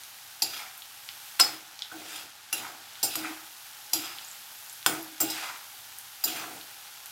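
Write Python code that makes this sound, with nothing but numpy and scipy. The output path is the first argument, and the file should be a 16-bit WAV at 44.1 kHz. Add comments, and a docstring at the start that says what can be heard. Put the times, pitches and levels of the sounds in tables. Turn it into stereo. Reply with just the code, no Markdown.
"""Stir-frying in a wok

A small kitchen, a spaced pair of microphones close to the wok. Morsels sizzle steadily as steam bubbles
burst in the hot oil. Again and again a slotted steel spoon clanks on the wok's wall, scrapes down it and
swishes through the oil. The wok hums and rumbles under each stroke, and now and then the oil spits."""
import sys
import numpy as np
from scipy import signal
from scipy.fft import rfft, irfft
from scipy.io import wavfile
from scipy.ndimage import map_coordinates

SR = 44100
rng = np.random.default_rng(int(sys.argv[2]) if len(sys.argv) > 2 else 0)


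def inscribe(sig):
    """Save sig as 16-bit PCM at rate SR to the path in sys.argv[1].

    A 1-D sig is mono; a 2-D sig holds one channel per row.
    Samples are clipped to [-1, 1] before scaling.
    """
    pcm = np.round(np.clip(np.atleast_2d(sig).T, -1, 1) * 32767)
    wavfile.write(sys.argv[1], SR, pcm.astype(np.int16))


N = 313938
CLOCK = np.arange(N) / SR
RING_TIME = np.arange(SR // 2) / SR

# Levels in the tables are relative; each source adds its own gain.
# how hard the oil fries: t/s, sizzle level/dB, treble level/dB
FRYING_LEVELS = [(0.0, -50.5, -52), (0.91, -51.5, -52), (1.31, -49, -49), (1.66, -51, -57),
                 (2.1, -49.5, -59), (2.36, -52, -60), (3.25, -47.5, -53), (3.39, -51, -51),
                 (4.2, -48, -51.5), (4.68, -51, -48), (5.25, -49.5, -54), (5.37, -40, -53),
                 (5.59, -50.5, -50), (7.12, -49.5, -52)]
# spectrum of the bursting bubbles: f/Hz, level/dB
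SIZZLE_SPECTRUM = [(25, -37), (150, -13.5), (300, -12.5), (500, -12), (680, -4.5), (820, 5), (1000, -4),
                   (1450, 3.5), (2000, -0.5), (3200, 3), (5200, 1.5), (8700, -2), (13000, 1), (16000, -5.5)]
# how alike the sizzle is at the two microphones: f/Hz, coherence (0-1)
SIZZLE_COHERENCE = [(300, 0.76), (700, 0.57), (1400, 0.29), (4000, 0.14), (12000, 0.08)]
# spoon hits wok: t/s, clank/dB, hollow knock/dB, chatter/s, treble/dB, singing mode f/Hz,
# its level/dB, left over right/dB
SPOON_HITS = [(0.4198, -18, -47, 0.0053, -0.5, 4853, -22, 1.5), (1.3940, -39, -35, 0.004, 1, 4390, -32, 6),
              (1.3975, -16.5, -17.5, 0.0057, 6, 4390, -20.5, -7.5),
              (1.4075, -40, -51, 0.0049, -5, 5060, -12.5, 3.5),
              (1.9145, -64, -51, 0.021, -4, 1445, -40.5, -5),
              (2.5270, -21.5, -35.5, 0.005, 3, 2727, -29, 1),
              (3.0284, -17.5, -54, 0.02, 4, 5140, -34.5, -1.5),
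              (3.1548, -27, -33, 0.0015, 2, 11860, -34, 2),
              (3.9318, -14.5, -42, 0.0061, -1, 4910, -29.5, 2),
              (4.8622, -21.5, -17, 0.0013, 6.5, 1484, -25.5, 2.5),
              (5.2022, -30.5, -33.5, 0.015, 16, 7580, -27.5, -4.5),
              (5.2990, -23.5, -59, 0.017, -3, 3890, -37, 1),
              (6.2385, -28, -38.5, 0.0068, 14, 4920, -26.5, 2.5)]
# modes of the steel spoon against the wall: f/Hz, width/Hz, level/dB
STEEL_MODES = [(776, 16, -13), (805, 25, -7.5), (2780, 66, -4.5), (3480, 29, -37), (3620, 7.5, -29),
               (4000, 25, 1), (4390, 25, -53), (4380, 35, -2), (5020, 27, 8), (5457, 19, 1), (5940, 39, -8),
               (6110, 79, 4), (7407, 78, 7), (6980, 33, 9.5), (7580, 42, 8), (8020, 100, 5.5),
               (9180, 33, 5.5), (10210, 52, 0.5), (10350, 54, 3), (10994, 65, 8.5), (11900, 99, 8),
               (12600, 88, 5.5), (12400, 60, -28), (13600, 80, -26), (14350, 39, 13.5), (14400, 57, -33),
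               (15400, 50, -19)]
# crack of the spoon's edge: f/Hz, level/dB
CRACK_SPECTRUM = [(40, -45), (300, -14), (480, -37), (780, 15), (1100, -1), (2100, -21), (2800, -4),
                  (4200, 0.5), (4950, 9), (5700, 10.5), (7200, 6), (9000, -25), (13200, 8), (16000, -34)]
# knock of the spoon's bowl: f/Hz, level/dB
KNOCK_SPECTRUM = [(25, -34), (80, -48), (200, -39), (500, -43.5), (720, -15), (1200, -3.5), (2000, -11),
                  (3300, -6), (4200, -12), (6500, -24), (9200, -11.5), (13000, -36), (16000, -25)]
# spoon pushed down the wall and through the oil: t/s, drag/s, scrape start/dB, scrape end/dB, plunge/s,
# swish/dB, swish centre/Hz, hum/dB, hum swell/s, hum fade/(dB/s), rumble/dB, rumble fade/(dB/s)
SPOON_STROKES = [ (0.42, 0.17, -43, -36, 0.17, -39, 1900, -52, 0.017, 222, -41.5, 84),
                 (1.398, 0.13, -50, -39, 0.043, -36.5, 1900, -48.5, 0.081, 119, -32, 116),
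                 (1.915, 0.26, -61.5, -33.5, 0.22, -43, 2070, -49, 0.028, 71, -45.5, 25),
                 (2.527, 0.16, -34, -46, 0.099, -40, 1060, -54, 0.084, 110, -41, 63),
                 (3.029, 0.125, -43, -35.5, 0.061, -63, 1500, -49, 0.025, 224, -31, 180),
                 (3.154, 0.21, -41.5, -52, 0.1, -36, 1560, -37, 0.05, 118, -38.5, 83),
                 (3.932, 0.28, -30, -52, 0.12, -40, 1900, -42.5, 0.032, 132, -37.5, 108),
                 (4.863, 0.12, -59, -43.5, 0.057, -37.5, 1160, -39, 0.071, 94, -26, 132),
                 (5.202, 0.29, -40, -46, 0.24, -34, 1720, -40, 0.046, 130, -31, 113),
                 (6.241, 0.16, -31, -38.5, 0.15, -36.5, 1780, -49, 0.041, 35, -40, 17), ]
# friction of steel on steel: f/Hz, level/dB
FRICTION_SPECTRUM = [(300, -25), (1500, 5), (2200, -1), (2700, 13.5), (4200, 8.5), (5000, 9.5),
                     (7500, -6.5), (9500, -6.5), (13000, -1), (16000, -5)]
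# upper modes of the wok's bowl: f/Hz, width/Hz, level/dB
WOK_MODES = [(734, 13, 18), (800, 23, 18.5), (1445, 9.7, 15), (1696, 5, -22), (2240, 9, 12),
             (3380, 32, -13)]
# rumble of the wok on its stand: f/Hz, level/dB
RUMBLE_SPECTRUM = [(30, -51), (70, -15), (125, -4.5), (170, -11), (250, -1), (345, -1.5), (385, 1),
                   (470, -5.5), (620, 5), (790, -1), (950, -17.5), (1400, -11.5)]
# oil spits and light taps: t/s, level/dB, centre f/Hz, width/Hz
SPITS_AND_TAPS = [(0.0353, -44, 4870, 4970), (0.7775, -43, 12700, 4000), (0.821, -43, 3440, 800),
                  (1.0892, -37, 2860, 2170), (1.7916, -41, 4300, 2200), (1.821, -31.5, 3470, 920),
                  (2.9546, -46.5, 2780, 1500), (4.185, -39.5, 3220, 1800), (4.248, -44, 7050, 1200),
                  (4.2866, -44, 7600, 600), (4.3131, -43.5, 7300, 600), (4.6968, -43.5, 7350, 2520),
                  (4.7282, -43, 11900, 3000), (4.828, -45, 3130, 3000), (5.028, -40, 12700, 3000),
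                  (5.1805, -50, 2820, 2500), (5.9856, -39, 10900, 5000), (6.612, -45, 3030, 1850),
                  (7.0589, -40.5, 11100, 8000)]
# low noise of the kitchen: f/Hz, level/dB
ROOM_SPECTRUM = [(12, -56), (20, -61), (49, -5.5), (119, 8.5), (152, -4.5), (315, 0), (400, -28),
                 (520, -18), (880, -120)]
# kitchen reverberation: f/Hz, t60/s
KITCHEN_DECAY = [(150, 0.63), (1000, 0.25), (5000, 0.26), (14000, 0.26)]


def sizzle(snaps_per_s=14000, level_db=6.0, bright_db=1.5, bubble_db=-12.5, bubble_q=4.4, pan_db=2.5):
    """Steam bubbles burst all over the oil: dense tiny snaps, and larger bubbles that ring briefly."""
    patches = []
    for _ in range(2):
        snaps = rms_one(colour(grains(snaps_per_s, 2.5), SIZZLE_SPECTRUM))
        bubbles = sum(rms_one(resonate(grains(90, 2.9), hz, hz / bubble_q))
                      for hz in np.geomspace(850, 6000, num=16))
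        patches.append(snaps + amp(bubble_db) * rms_one(bubbles))
    # the wide pool reaches both microphones alike only in the lows
    alike = at_hz(SIZZLE_COHERENCE, np.arange(N // 2 + 1) * SR / N)
    mid, side = irfft(rfft(np.array(patches)) * np.sqrt([(1 + alike) / 2, (1 - alike) / 2]), N)
    times, *levels = np.transpose(FRYING_LEVELS)
    sizzle_db, treble_db = (np.interp(CLOCK, times, db) for db in levels)
    pool = brighten(np.array([mid + side, mid - side]), bright_db + treble_db - sizzle_db)
    return pan(amp(level_db + sizzle_db) * pool, pan_db)


def spoon_hits(modes_db=-4.0, crack_db=-9.5, bowl_db=-9.5, bite_s=0.0008, ring_s=0.035):
    """The spoon lands and chatters for some milliseconds; the spot it strikes makes one mode sing."""
    clanks, knocks = np.zeros(N), np.zeros(N)
    for s, clank_db, knock_db, chatter_s, treble_db, sing_hz, sing_db, _ in SPOON_HITS:
        # the edge bites gradually, while the spoon's bowl lands all at once
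        pressure = np.exp(-RING_TIME / chatter_s) * (1 - np.exp(-RING_TIME / bite_s))
        chatter = burst(grains(5000, 0.61, size=len(RING_TIME)) * pressure)
        blow = chatter + burst(RING_TIME == 0) * np.sqrt(.004 / chatter_s)
        contact_damping = np.exp(-RING_TIME / (ring_s + chatter_s))
        steel = amp(modes_db) * burst(struck_steel(chatter) * contact_damping)
        crack = amp(crack_db) * burst(colour(chatter, CRACK_SPECTRUM))
        sing = amp(sing_db) * burst(resonate(chatter, sing_hz, width_hz=46))
        add(clanks, s, amp(clank_db) * brighten(steel + crack, treble_db) + sing)
        bowl = sum(amp(db) * burst(resonate(blow, hz, width)) for hz, width, db in WOK_MODES)
        knock = burst(colour(blow, KNOCK_SPECTRUM)) + amp(bowl_db) * burst(bowl)
        add(knocks, s, amp(knock_db) * knock)
    heard = kitchen(clanks, wet_db=-4.0, lag_ms=0.02) + kitchen(knocks, wet_db=-4.0, lag_ms=0)
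    times, *_, pan_db = np.transpose(SPOON_HITS)
    return pan(heard, np.interp(CLOCK, times, pan_db))


def struck_steel(chatter, detune=0.0132, spread_db=4):
    """The steel's modes ring a little differently from one spot of the wall to the next."""
    spot = rng.standard_normal((len(STEEL_MODES), 2))
    return sum(amp(db + spread_db * louder) * burst(resonate(chatter, hz * (1 + detune * higher), width))
               for (hz, width, db), (louder, higher) in zip(STEEL_MODES, spot))


def scrape(judder_db=3.5, swell_db=3.0, damping=1.2, glide_s=0.000622, grit_db=-1.0):
    """The spoon's edge sticks and slips on the wall, and the slips ring the steel."""
    slips = rms_one(colour(grains(2400, 2.2), FRICTION_SPECTRUM)) * amp(judder_db * drift(54))
    # the modes swell and glide as the contact point moves
    steel = sum(amp(db + swell_db * drift(2.5)) * resonate(slips, hz, damping * width)
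                for hz, width, db in STEEL_MODES)
    steel = map_coordinates(steel, [(CLOCK + glide_s * drift(4.08)) * SR], order=3)
    return (rms_one(steel) + amp(grit_db) * rms_one(slips)) * edge_pressure()


def edge_pressure(attack_s=0.021, release_db_per_s=337):
    """Gain of the scrape: pressure on the edge changes evenly along each drag, then lets go."""
    gain = 0
    for s, drag_s, start_db, end_db, *_ in SPOON_STROKES:
        age, gate = since(s, attack_s)
        drag_db = np.interp(age, [0, drag_s], [start_db, end_db])
        gain += gate * amp(drag_db - release_db_per_s * np.maximum(age - drag_s, 0))
    return gain


def swish(level_db=-1.5, spread_octaves=1.0, ring_q=11.3, gurgle_db=2.5):
    """The spoon ploughs through oil and food: a cloud of short rings, lower as it goes deeper."""
    gain, centre = plunge()
    cloud, power = 0, 1e-9
    for hz in np.geomspace(750, 4800, num=22):
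        weight = np.exp(-.5 * ((np.log2(hz) - centre) / spread_octaves) ** 2)
        cloud += weight * rms_one(resonate(grains(420, 3.3), hz, hz / ring_q))
        power += weight ** 2
    return amp(level_db + gurgle_db * drift(48)) * gain * cloud / np.sqrt(power)


def plunge(swell_db=24, hold_s=0.025, release_db_per_s=119, sink_octaves_per_s=11.4):
    """Gain and pitch (log2 Hz) of the swish: it swells until the spoon is deepest, holds and dies."""
    gain, weighted_pitch = 1e-12, 0
    for s, _, _, _, plunge_s, db, hz, *_ in SPOON_STROKES:
        age, gate = since(s, attack_s=0.021)
        past_deepest = age - plunge_s
        shallow_db = swell_db * np.minimum(past_deepest / plunge_s, 0) ** 2
        release_db = release_db_per_s * np.maximum(past_deepest - hold_s, 0)
        stroke = gate * amp(db - shallow_db - release_db)
        gain += stroke
        weighted_pitch += stroke * (np.log2(hz) - sink_octaves_per_s * np.minimum(past_deepest, hold_s))
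    return gain, weighted_pitch / gain


def froth(level_db=-9.5, band_hz=(1200, 6500)):
    """Stirring frees extra steam: a fizz that rises and falls with the swish."""
    gain, _ = plunge()
    band = signal.butter(2, band_hz, "band", fs=SR, output="sos")
    return amp(level_db) * gain * rms_one(signal.sosfilt(band, grains(6000, 2.3)))


def wok(hum_hz=317.5, hum_db=0.5, wander_rad=1.1, waver_db=3.5, bowl_db=-8.5):
    """Rubbing keeps the wok's lowest mode humming, rings its upper modes and rumbles it on its stand."""
    hum_gain, rumble_gain = shake()
    phase = 2 * np.pi * hum_hz * CLOCK + wander_rad * drift(9.4)
    hum = np.sqrt(2) * np.sin(phase) * amp(hum_db + waver_db * drift(21))
    slips = grains(3000, 1.8)
    bowl = sum(amp(db) * rms_one(resonate(slips, hz, width)) for hz, width, db in WOK_MODES)
    rumble = rms_one(colour(slips, RUMBLE_SPECTRUM)) + amp(bowl_db) * rms_one(bowl)
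    return hum * hum_gain + kitchen(rumble * rumble_gain, wet_db=-11.5, lag_ms=0.13)


def shake(swell_db=8, contact_s=0.35, lift_db_per_s=200):
    """Gains of hum and rumble: a stroke jolts the wok at once, while the hum builds up; both fade."""
    hum, rumble = 0, 0
    for s, *_, hum_db, swell_s, hum_fade, rumble_db, rumble_fade in SPOON_STROKES:
        age, hum_gate = since(s, attack_s=0.0049)
        _, rumble_gate = since(s, attack_s=0.0067)
        lift_db = lift_db_per_s * np.maximum(age - contact_s, 0)  # the spoon leaves the wok
        below_peak_db = swell_db * np.maximum(1 - age / swell_s, 0)
        below_peak_db += hum_fade * np.maximum(age - swell_s, 0)
        hum += hum_gate * amp(hum_db - below_peak_db - lift_db)
        rumble += rumble_gate * amp(rumble_db - rumble_fade * age - lift_db)
    return hum, rumble


def spits_and_taps(snap_s=0.00033):
    """Single spits of oil and light touches of the spoon, each a tiny snap in its own band."""
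    track = np.zeros(N)
    for s, db, hz, width in SPITS_AND_TAPS:
        snap = rng.standard_normal(len(RING_TIME)) * np.exp(-RING_TIME / snap_s)
        add(track, s, amp(db) * burst(resonate(resonate(snap, hz, width), hz, 2 * width)))
    return track


def room_tone(level_db=-75.5):
    """Faint low noise of the kitchen."""
    noise = rms_one(colour(rng.standard_normal(N), ROOM_SPECTRUM))
    return kitchen(amp(level_db) * noise, wet_db=-19.0, lag_ms=0.042)


def kitchen(x, wet_db, lag_ms, early_db=-5.0, early_s=0.007):
    """Direct sound at the spaced pair, quick echoes of wok and wall, a tail that dies band by band."""
    hz = np.arange(len(RING_TIME) // 2 + 1) * SR / len(RING_TIME)
    white = rfft(rng.standard_normal((2, len(RING_TIME))))
    tail = 0
    for centre, t60 in KITCHEN_DECAY:
        share = at_hz([(f, f == centre) for f, _ in KITCHEN_DECAY], hz)
        tail += irfft(white * share) * amp(-60 * RING_TIME / t60)
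    early_fade = np.exp(-RING_TIME / early_s)
    early = rng.standard_normal(tail.shape) * early_fade * (RING_TIME > .001)
    tail *= 1 - early_fade
    arrival_samples = 12 + np.array([[-.5], [.5]]) * lag_ms * SR / 1000
    direct = np.sinc(RING_TIME * SR - arrival_samples)
    response = burst(direct) + amp(early_db) * burst(early) + amp(wet_db) * burst(tail)
    response *= np.sqrt(2 / np.sum(response ** 2))
    return signal.oaconvolve(x[None], response, axes=1)[:, :N]


def grains(per_s, spread_db, size=N):
    """Random clicks of either sign, many small and a few up to six steps of spread_db larger."""
    draw, chance, clicks = rng.uniform(-1, 1, size), per_s / SR, np.zeros(size)
    born = np.abs(draw) < chance
    rarity = np.minimum(np.log(chance / np.abs(draw[born])), 6)
    clicks[born] = np.sign(draw[born]) * amp(spread_db * rarity)
    return clicks


def drift(rate_hz):
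    """Smooth random wander of rms 1."""
    r = np.exp(-80 * np.pi * rate_hz / SR)  # one step per 40 samples
    slow = signal.lfilter([1], [1, -2 * r, r * r], rng.standard_normal(N // 40 + 2002))[2000:]
    return np.interp(np.arange(N) / 40, np.arange(len(slow)), rms_one(slow))


def resonate(x, hz, width_hz):
    """One resonance, with gain 1 at its peak."""
    r = np.exp(-np.pi * width_hz / SR)
    feedback = [1, -2 * r * np.cos(2 * np.pi * hz / SR), r * r]
    return signal.lfilter(np.array([1, 0, -1]) * (1 - r * r) / 2, feedback, x + 1e-18)


def colour(x, spectrum, size=4096):
    """Causal (minimum-phase) filter with the given spectrum."""
    cepstrum = irfft(np.log(amp(at_hz(spectrum, np.arange(size // 2 + 1) * SR / size))))
    cepstrum[1:size // 2] *= 2
    cepstrum[size // 2 + 1:] = 0
    return signal.oaconvolve(x, irfft(np.exp(rfft(cepstrum))))[:len(x)]


def brighten(x, treble_db, corner_hz=8000):
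    """Treble shelf."""
    treble = signal.sosfilt(signal.butter(1, corner_hz, "high", fs=SR, output="sos"), x)
    return x + (amp(treble_db) - 1) * treble


def pan(x, db):
    """Raise the left microphone over the right by db."""
    return x * amp(db * np.array([[.5], [-.5]]))


def since(s, attack_s):
    """Time since a moment, and a gate that opens then."""
    age = np.maximum(CLOCK - s, 0)
    return age, np.minimum(age / attack_s, 1)


def add(track, s, sound):
    """Mix a short sound in at a time."""
    start = round(s * SR)
    track[start:start + len(sound)] += sound[:N - start]


def at_hz(points, hz):
    """Read a table on a log-frequency axis."""
    f, value = np.transpose(points)
    return np.interp(np.log(hz + 1e-9), np.log(f), value)


def burst(x):
    """Scale a short sound to the energy of ten milliseconds at rms 1."""
    return x * np.sqrt(0.01 * SR / (np.sum(x ** 2) + 1e-20))


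def rms_one(x):
    """Scale to rms 1."""
    return x / np.sqrt(np.mean(x ** 2) + 1e-20)


def amp(db):
    """Decibels to gain."""
    return 10 ** (np.asarray(db) / 20)


def scene():
    """Oil, spoon and wok in front of the microphones, the kitchen behind."""
    stirring = amp(0.5) * kitchen(scrape() + swish() + froth(), wet_db=-2.0, lag_ms=0.11)
    spits = amp(1.5) * kitchen(spits_and_taps(), wet_db=-2.5, lag_ms=0.022)
    return sizzle() + amp(1.0) * spoon_hits() + stirring + spits + wok() + room_tone()


def record(dry, cutoff_hz=15800):
    """The right microphone is a little brighter; peaks are rounded and the top is cut."""
    heard = np.tanh(brighten(dry, treble_db=[[-1.5], [1.5]], corner_hz=7000))
    return signal.sosfilt(signal.ellip(10, .3, 70, cutoff_hz, fs=SR, output="sos"), heard)


dry = scene()
out = record(dry)
inscribe(out)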